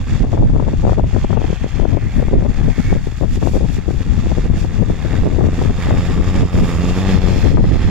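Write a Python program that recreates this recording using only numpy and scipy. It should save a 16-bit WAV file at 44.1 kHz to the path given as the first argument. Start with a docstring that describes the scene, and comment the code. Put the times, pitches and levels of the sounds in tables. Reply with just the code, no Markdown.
"""An open snowy slope, heard through a two-port microphone standing in the wind.
A four-wheel-drive labours up from about 42 m to 16 m, swings side-on and draws off, its revs sagging
and picking up as the wheels slip and grip. Exhaust puffs drone, each firing rattles the engine block,
and the tyres churn and spray snow, rasp and squeak. Right at the microphone, gusts rumble, flutter
and slap on the ports, mostly the windward left one."""
import sys
import numpy as np
from scipy import signal
from scipy.fft import rfft, irfft, next_fast_len
from scipy.io import wavfile
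from scipy.ndimage import uniform_filter1d, minimum_filter1d

SR = 44100
rng = np.random.default_rng(int(sys.argv[2]) if len(sys.argv) > 2 else 0)


def generate_wav(signal):
    """Clip the signal to [-1, 1] and save it as 16-bit WAV at the path in sys.argv[1]."""
    frames = np.transpose(np.atleast_2d(signal))
    scaled = np.clip(frames, -1, 1) * 32767
    pcm = np.round(scaled).astype(np.int16)
    wavfile.write(sys.argv[1], SR, pcm)


N = 348390
T = np.arange(N) / SR
HZ = np.maximum(np.arange(next_fast_len(N) // 2 + 1) * SR / next_fast_len(N), 1)

# the vehicle's range from the microphone: time_s, distance_m
DISTANCE = [(0, 42.5), (3.2, 39.6), (4.8, 38.2), (6.0, 22.4), (7.1, 15.6), (7.9, 26.7)]
# revs sagging in deep snow and picking up: time_s, firing_hz
REVS = [(0, 71), (0.3, 78), (0.8, 82), (1.2, 76), (1.85, 75), (2.2, 70), (2.5, 72.5), (2.95, 66),
        (3.35, 76), (3.65, 87.5), (4.55, 87), (4.95, 84), (5.3, 88.6), (5.65, 84.5), (5.87, 87.5),
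        (6.17, 88.4), (6.36, 92.3), (6.59, 87.4), (6.76, 84.8), (7.07, 96), (7.15, 95), (7.28, 90.5),
        (7.5, 90), (7.9, 82.7)]
# how hard the exhaust works; the driver lifts off near 3 s, then opens up again: time_s, effort_db
THROTTLE = [(0, -1), (1.8, -5.5), (2.5, -1), (3.2, -24), (3.9, -2.5), (5.2, 0.5), (5.9, -1), (6.9, 0),
            (7.55, -4.5), (7.9, 0.5)]
# exhaust overtones as pipe and silencer pass them: frequency_hz, gain_db
PIPE_RESPONSE = [(130, -2), (155, 1), (172, 1), (192, 0.8), (225, -16), (265, -7.5), (350, -12),
                 (440, -12.5), (530, -13.5), (640, -21), (740, -19), (880, -21), (1000, -27), (1200, -25)]
# spectra of the pipe's growl and the block's clatter: frequency_hz, level_db
GROWL_SPECTRUM = [(60, -27), (200, 2.5), (400, 8), (620, 6.5), (800, 4), (1020, 2), (1200, 8.5), (1400, 2),
                  (2500, -35), (5000, -53)]
CLATTER_SPECTRUM = [(100, -13), (500, -7), (750, 2), (1000, -3.5), (1200, 2), (1430, -2), (1800, 2),
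                    (2250, -2.5), (2650, -7), (3600, -7.5), (5500, -21.5), (9000, -72)]
# ringing of the engine block: pitch_hz, level_db, t60_s
BLOCK_MODES = [(774, 9, 0.0092), (1202, 2.5, 0.021), (1770, -11, 0.0037), (2720, -2.5, 0.009),
               (3570, -9, 0.011)]
# spectra of crushed crust and of flying ice grains: frequency_hz, level_db
CHURN_SPECTRUM = [(1200, -18), (2500, 6), (3500, 2.5), (5200, 0), (7300, -0.5), (8500, -14), (12000, -31.5)]
SPRAY_SPECTRUM = [(2000, -19), (5000, 5.5), (7500, 7.5), (9000, 1), (11000, -1), (14000, -3.5),
                  (16000, -43)]
# wheels slip, the engine strains, snow flies: start_s, length_s, clatter_db, churn_db, spray_db
WHEEL_SLIPS = [(0.095, 0.14, 3.5, 5.5, 0.5), (0.303, 0.046, 1, 5.4, 3.6), (0.733, 0.12, -3.5, 1.6, 1),
               (0.894, 0.061, 4.5, 6.3, 6), (1.07, 0.19, 1.5, 3.5, 0.85), (1.293, 0.084, 5.5, 5, 3),
               (1.42, 0.49, 2.5, 2.6, 1.3), (2.137, 0.096, 3.5, 3.7, 7.3), (2.53, 0.28, 3, 1.2, 3),
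               (2.768, 0.17, 4, 6.4, 7), (3.0, 0.27, -1, 1.5, 3), (3.293, 0.11, -1, 6.3, 10),
               (3.43, 0.15, -2.5, 5.2, 11.5), (3.59, 0.08, -5, 1.5, 3.3), (3.704, 0.065, 1, 8.4, 13),
               (3.87, 0.13, -0.5, 1.6, 4.9), (4.095, 0.33, 2.5, 3.7, 2.2), (4.57, 0.08, 1.5, 6.9, 9.4),
               (4.992, 0.2, 5.5, 2, 3.4), (5.555, 0.14, 2.5, 2.5, 4), (5.78, 0.18, 6.5, 1.5, 4.6),
               (6.004, 0.14, 4, 3, 2.8), (6.29, 0.13, 2.5, 2.3, 1.2), (6.514, 0.28, 1.5, 1.6, 5.5),
               (6.833, 0.2, 1, 3, 4.3), (7.06, 0.098, 2.5, 3.4, 4.5), (7.265, 0.14, -1.5, 2.5, 3),
               (7.38, 0.15, 2.5, 3.2, 4.5), (7.785, 0.26, 3.5, 2.5, 1)]
# a tyre rasps (wide) or squeaks (narrow): centre_s, length_s, pitch_hz, width_hz, level_db
TYRE_SQUEAKS = [(1.505, 0.69, 2780, 1100, -43.5), (2.14, 0.42, 2040, 810, -42),
                (2.826, 0.2, 2190, 200, -41), (2.87, 0.2, 1760, 360, -40.5),
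                (2.893, 0.036, 2230, 55, -30.5), (6.87, 0.14, 2720, 160, -39)]
# the recorder's gain ducks briefly in the wind, dimming engine and snow: start_s, length_s, depth_db
GAIN_DUCKS = [(0.233, 0.45, 3.5), (1.005, 0.057, 5.5), (1.356, 0.035, 6), (1.826, 0.056, 3.5),
              (1.95, 0.049, 4.5), (2.357, 0.13, 4), (3.235, 0.049, 1.5), (3.367, 0.038, 4.5),
              (6.427, 0.1, 4.5), (7.186, 0.025, 5), (7.534, 0.12, 4.5)]

# likeness of the vehicle's noise at the two ports: frequency_hz, correlation
PORT_LIKENESS = [(200, 1), (1500, 0.79), (3000, 0.68), (6500, 0.099), (12000, 0.13)]
# resonances and notches, left port then right: centre_hz, width_hz, head_on_db, turning_db, side_on_db
PORT_RESONANCES = [
    [(1380, 170, -2, 0.5, -4), (2160, 1900, -3, -4, -2), (3160, 97, -4, 0, -8), (3770, 120, -2.5, 5, -2),
     (3980, 110, 3, -5, 5), (4850, 110, 1, -4, 1), (5030, 170, 5, 12, 9), (6820, 1910, -11, -11, -10.5),
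     (8600, 620, 3, 4, 0)],
    [(1190, 76, -3, 1, -3), (1460, 270, 0, -2.5, -2), (2130, 450, -1, 0, 2), (2990, 88, -13, -7, -10.5),
     (3440, 190, 2, -0.5, 4), (4024, 128, -14, -11, -6), (4400, 130, 2, -1, 5), (4920, 170, -2, 1, -3),
     (5330, 200, 0.5, 1, 4.5), (6210, 150, -1, -11, -2), (6670, 280, 3, 4.5, 0.5), (8400, 240, -3, -7, -7)],
]
# those of the right port wander as the microphone is moved: time_s, frequency_ratio
RIGHT_PORT_SHIFT = [(0, 1.01), (0.6, 1.01), (1.0, 1), (1.9, 0.96), (2.3, 1.02), (2.6, 0.98), (2.95, 1),
                    (3.4, 1.01), (4.3, 1.015), (4.8, 1.01), (5.3, 1.035), (5.7, 0.99), (6.1, 1.02),
                    (6.55, 1), (7.0, 0.98), (7.9, 0.97)]

# breeze on the ports between gusts: time_s, left_db, right_db
BREEZE = [(0, -19, -15.5), (0.5, -10.5, -17), (1.1, -12, -16), (1.4, -11, -25.5), (1.7, -15.5, -24),
          (1.79, -10, -33), (2.05, -12.5, -21), (2.6, -12, -20.5), (2.9, -10.5, -16), (3.15, -18, -25.5),
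          (3.4, -14, -23), (4.1, -13, -21), (4.5, -11, -17.5), (5.0, -14.5, -26.5), (5.9, -17, -16),
          (6.3, -15, -17.5), (6.6, -17, -11), (6.95, -16.5, -19.5), (7.25, -12.5, -20), (7.9, -15.5, -12.5)]
# the breeze drops for a moment (negative depth lifts it): start_s, length_s, depth_db
LULLS = [(0.04, 0.071, 2.5), (0.166, 0.039, 4), (0.266, 0.026, 0), (1.045, 0.082, 7), (1.544, 0.068, 10.5),
         (1.68, 0.06, 8.5), (1.982, 0.041, 5), (2.076, 0.063, 8), (2.528, 0.038, 6), (2.717, 0.062, 9),
         (2.806, 0.05, 6), (2.993, 0.068, 3.5), (3.125, 0.055, -1), (3.283, 0.02, -2), (3.802, 0.064, 9),
         (4.02, 0.026, 12), (4.339, 0.023, 8), (4.464, 0.033, 8), (4.572, 0.041, 4.5), (4.677, 0.063, 6),
         (4.85, 0.025, 5), (4.938, 0.062, 4), (5.55, 0.025, 6), (5.729, 0.041, 2), (6.016, 0.052, 2),
         (6.21, 0.066, 3), (6.464, 0.078, 9), (6.674, 0.077, 2)]
# gusts, eddies over a swell of rumble: start_s, length_s, level_db, reach_hz, port (0 left, 1 right)
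GUSTS = [(0.194, 0.054, -15, 320, 1), (0.22, 0.27, -25.5, 655, 0), (0.385, 0.094, -20, 480, 1),
         (0.542, 0.15, -21.5, 746, 0), (0.834, 0.1, -14, 750, 0), (0.97, 0.045, -15, 596, 0),
         (1.127, 0.046, -15, 610, 0), (1.3, 0.13, -23.5, 860, 0), (1.794, 0.073, -19, 665, 0),
         (1.914, 0.063, -14.5, 645, 0), (2.17, 0.067, -25, 594, 0), (2.3, 0.054, -19, 630, 0),
         (2.385, 0.074, -20.5, 624, 0), (2.317, 0.066, -15, 434, 1), (2.599, 0.083, -23, 353, 0),
         (2.86, 0.1, -25, 383, 0), (3.206, 0.046, -14.5, 560, 0), (3.419, 0.072, -14.5, 754, 0),
         (3.538, 0.033, -11, 680, 0), (3.61, 0.047, -15, 597, 0), (3.66, 0.084, -29, 220, 0),
         (4.06, 0.16, -26, 218, 0), (4.431, 0.033, -21, 477, 1), (4.562, 0.026, -19, 440, 1),
         (4.786, 0.048, -15, 500, 0), (4.881, 0.047, -22, 300, 1), (5.039, 0.16, -25.5, 428, 0),
         (5.219, 0.065, -14.5, 530, 1), (5.292, 0.2, -17, 575, 0), (5.585, 0.13, -19.5, 445, 0),
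         (5.87, 0.11, -17.5, 633, 0), (6.09, 0.13, -20, 340, 0), (6.36, 0.084, -20.5, 480, 0),
         (6.351, 0.08, -17.5, 320, 1), (6.533, 0.11, -16.5, 440, 0), (7.23, 0.17, -20, 583, 0),
         (7.439, 0.063, -11, 614, 0), (7.51, 0.15, -15.5, 345, 0), (7.69, 0.083, -15.5, 420, 1)]
# slaps on the windward left port: time_s, level_db, reach_hz, length_s
WIND_SLAPS = [(0.134, -18, 383, 0.0075), (0.242, -21.5, 720, .014), (0.332, -16.5, 880, .008),
              (0.376, -22, 1040, 0.0092), (0.433, -18, 650, .014), (0.497, -17, 563, 0.0091),
              (0.602, -18, 970, 0.0077), (0.627, -21, 850, 0.0085), (0.733, -19, 600, .01),
              (0.686, -20, 745, 0.014), (0.851, -23, 846, .008), (0.876, -15, 900, 0.0072),
              (0.894, -14, 950, 0.0087), (0.911, -22, 1000, 0.0028), (0.931, -12, 1070, 0.0037),
              (0.982, -20, 695, 0.0034), (0.997, -16, 880, 0.0058), (1.247, -15, 796, 0.0087),
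              (1.304, -19, 900, 0.0067), (1.371, -18, 950, 0.015), (1.039, -18.5, 684, 0.0069),
              (1.163, -11, 940, 0.007), (1.329, -15, 1040, 0.0059), (1.445, -19, 660, 0.011),
              (1.503, -15, 467, 0.0097), (1.529, -16, 646, 0.0053), (1.643, -14, 620, 0.0057),
              (1.664, -20.5, 524, 0.0067), (1.854, -1, 870, 0.0068), (2.051, -22, 390, 0.012),
              (2.199, -15, 600, 0.0067), (2.228, -15, 680, 0.0071), (2.284, -20, 775, 0.011),
              (2.331, -15, 634, 0.014), (2.464, -20, 720, 0.014), (2.513, -24, 520, 0.0069),
              (2.686, -14.5, 516, 0.011), (2.782, -17.5, 388, 0.011), (2.927, -11, 730, 0.0061),
              (2.958, -18.5, 530, 0.016), (3.071, -12, 360, 0.0074), (3.221, -16, 620, 0.0065),
              (3.234, -15.5, 746, 0.006), (3.375, -18.5, 480, 0.0098), (3.427, -16, 940, 0.012),
              (3.566, -20, 700, 0.018), (3.631, -30, 600, 0.014), (3.785, -18.5, 450, 0.0094),
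              (3.883, -11, 474, 0.011), (3.907, -20, 760, 0.0074), (4.01, -19, 375, .01),
              (4.178, -20, 398, 0.0165), (4.263, -16.5, 483, 0.013), (4.32, -13, 710, 0.0075),
              (4.383, -15, 514, 0.016), (4.648, -17.5, 684, 0.01), (4.802, -15, 674, 0.0082),
              (4.903, -15.5, 620, 0.015), (5.052, -15.5, 504, 0.011), (5.135, -15.5, 604, 0.012),
              (5.411, -10, 790, 0.0067), (5.43, -22, 750, 0.0097), (5.44, -12, 646, 0.0093),
              (5.487, -11, 587, 0.0065), (5.618, -15.5, 825, 0.0071), (5.64, -24, 650, 0.0054),
              (5.658, -13, 607, 0.0057), (5.7, -20, 700, 0.0048), (5.909, -15, 854, 0.0046),
              (7.47, -13, 750, 0.0046), (7.572, -15, 1370, 0.0042), (7.58, -11, 950, 0.011),
              (7.606, -11, 570, 0.0054), (7.642, -16, 570, 0.0096)]
# spectra of the wind's rumble and of the flutter that strong wind adds: frequency_hz, level_db
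RUMBLE_SPECTRUM = [(10, -10.5), (22, -1.5), (38, 0), (65, -3), (110, -6.5), (170, -14), (260, -31.5),
                   (500, -39), (2000, -100)]
FLUTTER_SPECTRUM = [(50, -24), (110, -3.5), (170, -1), (240, -2), (330, -15), (500, -26.5), (900, -29),
                    (2000, -88)]

REFERENCE_M = 20
BOOM_DB, OVERTONES_DB = -23, -25   # at REFERENCE_M and 0 dB effort, ahead of the pipe's colouring
CLATTER_DB, CHURN_DB, SPRAY_DB = -34, -39, -51.5   # at REFERENCE_M, tyres gripping
OVERTONES_FALLOFF = 1.87   # snow soaks up the overtones, so they fade faster with distance
SLIP_RISE_S, SLIP_FALL_S = 0.067, 0.047   # the wheels grip faster than they spin up
DUCK_RAMP_S, GUST_RAMP_S, LULL_RAMP_S = 0.015, 0.016, 0.009
TURN_S, SIDE_ON_S, TURN_EASE_S = 5.82, 7, 0.12   # the vehicle swings round, then shows its side


def vehicle(waver_db=1.14):
    """Exhaust follows the throttle, clatter and snow the wheel slip; these grow as the range closes."""
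    (firing_hz,), (effort_db,), (distance_m,) = in_time(REVS), in_time(THROTTLE), in_time(DISTANCE)
    near_db = 20 * np.log10(REFERENCE_M / distance_m)
    strain_db, dig_db, throw_db = sum(np.outer(rises_db, swell(s, length, SLIP_RISE_S, SLIP_FALL_S))
                                      for s, length, *rises_db in WHEEL_SLIPS)
    duck_db = sum(db * swell(s, length, DUCK_RAMP_S, DUCK_RAMP_S) for s, length, db in GAIN_DUCKS)
    gain_db = waver_db * drift(13) - duck_db
    overtone_db = OVERTONES_DB + OVERTONES_FALLOFF * near_db + effort_db
    firings = np.cumsum(firing_hz * (1 + 0.004 * drift(20))) / SR   # running count, one per puff
    flicker_db = drift(21)
    drone = exhaust(firing_hz, firings, BOOM_DB + near_db + effort_db, overtone_db + flicker_db)
    rattle = clatter(firings, CLATTER_DB + near_db + strain_db, growl_db=overtone_db - 10)
    knocks = block_knock(firings, level_db=overtone_db - 9)
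    tyres = snow(CHURN_DB + near_db + dig_db, SPRAY_DB + near_db + throw_db)
    return from_db(gain_db) * (drone + rattle + knocks + tyres) + tyre_squeaks()


def exhaust(firing_hz, firings, boom_db, overtone_db, uneven_db=-12):
    """One steep-fronted puff per firing; unequal cylinders put weak lines between the harmonics."""
    puffs = from_db(boom_db) * np.sin(2 * np.pi * firings)
    for k in range(2, 15):
        harmonic = np.sin(2 * np.pi * k * firings)
        between = from_db(uneven_db) * np.sin(2 * np.pi * ((k - .5) * firings + rng.random()))
        ragged = 1 + min(.07 * (k - 1), .5) * drift(35)   # higher overtones are rougher
        gain = from_db(overtone_db + at_hz(PIPE_RESPONSE, k * firing_hz))
        puffs += gain * (harmonic + between) * ragged
    burn = 1 + .22 * drift(30)
    return -np.sqrt(2) * puffs * burn


def clatter(firings, block_db, growl_db, uneven_db=0.94, lead_cycles=0.055):
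    """Each firing shakes a burst of noise out of the block and blows a turbulent growl from the pipe."""
    cycle = (firings + lead_cycles) % 1
    bursts = (1 + 2.1 * np.exp(-cycle / .2)) * from_db(uneven_db * drift(51))
    block = from_db(block_db) * far_noise(CLATTER_SPECTRUM, bursts)
    return block + from_db(growl_db) * far_noise(GROWL_SPECTRUM, bursts)


def block_knock(firings, level_db, uneven_db=1.8, lead_cycles=0.11):
    """Each firing sets the block ringing just before the exhaust puff, never twice equally hard."""
    strikes = np.diff(np.floor(firings + lead_cycles), prepend=0)
    strikes *= from_db(uneven_db * rng.standard_normal(N))
    ringing = 0
    for k, (hz, db, t60) in enumerate(BLOCK_MODES):
        decay, angle = from_db(-60 / (t60 * SR)), 2 * np.pi * hz / SR   # per sample
        mode = signal.lfilter([0, np.sin(angle)], [1, -2 * decay * np.cos(angle), decay ** 2],
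                              strikes + 1e-18)
        ringing += (-1) ** k * from_db(db) * mode
    return from_db(level_db) * rms_one(ringing)


def snow(churn_db, spray_db, crunch_db=1.5):
    """The treads crush the crust in clumps and throw off fine grains of ice."""
    churn = from_db(churn_db) * far_noise(CHURN_SPECTRUM, bursts=from_db(crunch_db * drift(88)))
    spray = from_db(spray_db) * far_noise(SPRAY_SPECTRUM, bursts=from_db(drift(1500)))
    return churn + spray


def tyre_squeaks():
    """Rubber sticks and slips on packed snow: a wide band rasps, a narrow one squeaks."""
    out = np.zeros(N)
    for s, length, hz, width, db in TYRE_SQUEAKS:
        band = shaped(rng.standard_normal(N), bell(HZ, hz, width / 2))
        out += from_db(db) * bell(T, s, length / 2) * evened(band, 0.037)
    return out


def through_ports(sound, left_lag_s=3e-5):
    """Each port colours the vehicle's sound by its angle; the left one hears it slightly later."""
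    hz, s, frames = signal.stft(sound, SR, nperseg=1024)
    hz = hz[:, None]
    turned, side_on = (.5 + .5 * np.tanh((s - at) / TURN_EASE_S) for at in (TURN_S, SIDE_ON_S))
    angle_shares = [1 - turned, turned - side_on, side_on]
    shifts = 1, np.interp(s, *np.transpose(RIGHT_PORT_SHIFT))
    left_db, right_db = (
        sum(np.dot(dbs, angle_shares) * bell(hz, centre * shift, width) for centre, width, *dbs in port)
        for port, shift in zip(PORT_RESONANCES, shifts))
    lag = np.exp(-2j * np.pi * hz * left_lag_s)
    return signal.istft(frames * [from_db(left_db) * lag, from_db(right_db)], SR, nperseg=1024)[1][:, :N]


def wind(gust_rumble_db=6):
    """Breeze and gusts press directly on the microphone's two ports."""
    gust = np.zeros((2, N))
    for s, length, db, _, port in GUSTS:
        gust[port] += from_db(db + gust_rumble_db) * swell(s, length, GUST_RAMP_S, GUST_RAMP_S)
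    lull_db = sum(db * swell(s, length, LULL_RAMP_S, LULL_RAMP_S) for s, length, db in LULLS)
    pressure = np.hypot(from_db(in_time(BREEZE) - lull_db), gust)
    return rumble(pressure) + stray_eddies(pressure) + gust_eddies() + wind_slaps()


def rumble(pressure, usual_wind_db=-14, usual_flutter_db=-27, steepness=1.24, heave_db=2.08):
    """Large slow eddies press on each port in lumps; flutter rides on them and grows faster."""
    wind_db = 20 * np.log10(pressure) + heave_db * np.array([drift(7), drift(7)])
    lumps = np.array([drift(22), drift(33)])
    low = from_db(wind_db + 2.1 * lumps) * evened(port_noise(RUMBLE_SPECTRUM), .1)
    flutter_db = usual_flutter_db + steepness * (wind_db - usual_wind_db) + 6 * lumps
    return low + from_db(flutter_db) * evened(port_noise(FLUTTER_SPECTRUM), 0.034)


def wind_slaps(eddies_per_s=520, main_dip=1.52, scatter=0.604, gain_db=5):
    """A slap is one sharp dip in pressure amid a cluster of smaller eddies; finer eddies reach higher."""
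    out, span = np.zeros((2, N + SR)), SR // 4
    middle = span // 2
    draws = rng.standard_normal((len(WIND_SLAPS), 2, 64))
    for (s, db, reach_hz, length), (when, size) in zip(WIND_SLAPS, draws):
        count = int(length * eddies_per_s)
        offsets = np.tanh(when[:count] + 0.284) * scatter * length * SR   # most trail the main dip
        dips = np.zeros(span)
        dips[middle + offsets.astype(int)] = size[:count]
        dips[middle] = -main_dip
        slap = rms_one(eddy_thumps(dips, [0.093 * reach_hz, 0.54 * reach_hz], "band", reach_hz))
        start = round(s * SR)
        out[0, start:start + span] += from_db(db + gain_db) * np.sqrt(length * SR / span) * slap
    return out[:, middle:middle + N]


def gust_eddies(eddies_per_s=380, body_hz=(130, 480)):
    """Eddies strike a port at random, in ragged clumps, while a gust lasts."""
    dips = (rng.random((2, N)) < eddies_per_s / SR) * rng.standard_normal((2, N))
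    clumps = from_db(7 * np.tanh(drift(28)))
    out = np.zeros((2, N))
    for s, length, db, reach_hz, port in GUSTS:
        during = slice(*np.searchsorted(T, [s - GUST_RAMP_S, s + length + GUST_RAMP_S]))
        eddies = eddy_thumps(dips[port, during], body_hz, "band", reach_hz) * clumps[during]
        envelope = swell(s, length, GUST_RAMP_S, GUST_RAMP_S)[during]
        out[port, during] += from_db(db) * envelope * rms_one(eddies)
    return out


def stray_eddies(pressure, eddies_per_s=14, low_hz=70, gain_db=-15):
    """Soft, lone eddies thump the ports, as hard as the wind blows."""
    dips = (rng.random((2, N)) < eddies_per_s / SR) * (1 + rng.random((2, N)))
    return -from_db(gain_db) * pressure * rms_one(eddy_thumps(dips, low_hz, "high", reach_hz=270))


def eddy_thumps(dips, body_hz, body_type, reach_hz):
    """Round pressure spikes into thumps with little above reach_hz."""
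    body = signal.butter(1, body_hz, body_type, fs=SR, output="sos")
    rounding = signal.butter(3, reach_hz, fs=SR, output="sos")
    return signal.sosfilt(np.vstack([body, rounding]), dips + 1e-18)


def far_noise(spectrum, bursts):
    """Coloured bursts of noise from a distance, alike at the two ports in the bass, less so on top."""
    mid, side = rng.standard_normal((2, N)) * bursts
    alike, colour = at_hz(PORT_LIKENESS, HZ), from_db(at_hz(spectrum, HZ))
    common = shaped(mid, colour * np.sqrt(1 + alike))
    opposed = shaped(side, colour * np.sqrt(1 - alike)) * [[1], [-1]]
    return rms_one(common + opposed)


def port_noise(spectrum):
    """Coloured noise made at the microphone, unrelated at the two ports."""
    return rms_one(shaped(rng.standard_normal((2, N)), from_db(at_hz(spectrum, HZ))))


def drift(rate_hz):
    """Random wander with an rms of 1, rolling off around rate_hz."""
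    phases = np.exp(2j * np.pi * rng.random(len(HZ) // 4))
    return rms_one(irfft(phases * bell(HZ[:len(phases)], 0, rate_hz), next_fast_len(N))[:N])


def swell(start_s, length_s, rise_s, fall_s):
    """Rise, hold and fall between 0 and 1."""
    top_s, end_s = start_s + rise_s / 2, start_s + length_s
    corners_s = [start_s - rise_s / 2, top_s, max(top_s, end_s - fall_s / 2), end_s + fall_s / 2]
    return np.interp(T, corners_s, [0, 1, 1, 0])


def shaped(x, gain):
    """Filter by a gain at each frequency."""
    size = next_fast_len(N)
    return irfft(rfft(x, size) * gain, size)[..., :N]


def bell(x, centre, spread):
    """A bell curve of height 1."""
    return np.exp(-.5 * np.minimum(((x - centre) / spread) ** 2, 100))


def in_time(rows):
    """Each column of a curve table at every sample."""
    s, *columns = np.transpose(rows)
    return [np.interp(T, s, column) for column in columns]


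def at_hz(points, hz):
    """Read a table on a log-frequency axis."""
    at, value = np.transpose(points)
    return np.interp(np.log(hz), np.log(at), value)


def evened(x, span_s):
    """Hold the running rms at 1."""
    return x / np.sqrt(np.abs(uniform_filter1d(x ** 2, int(span_s * SR))) + 1e-12)


def rms_one(x):
    """Scale to an rms of 1."""
    return x / np.sqrt(np.mean(x ** 2) + 1e-20)


def from_db(db):
    """Decibels to gain."""
    return 10 ** (np.asarray(db) / 20)


def scene():
    """The vehicle out on the open slope, the wind right at the microphone."""
    return through_ports(vehicle()) + wind()


def record(dry, ceiling=0.9, hold_s=0.01, cutoff_hz=15400):
    """A limiter holds each channel's peaks down; the top is cut."""
    span = int(hold_s * SR)
    allowed_gain = np.minimum(1, ceiling / (np.abs(dry) + 1e-9))
    gain = uniform_filter1d(minimum_filter1d(allowed_gain, span), span)
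    fade_in = np.minimum(T / .004, 1)
    top_cut = signal.ellip(12, .1, 90, cutoff_hz, fs=SR, output="sos")
    return signal.sosfilt(top_cut, dry * gain * fade_in)


dry = scene()
out = record(dry)
generate_wav(out)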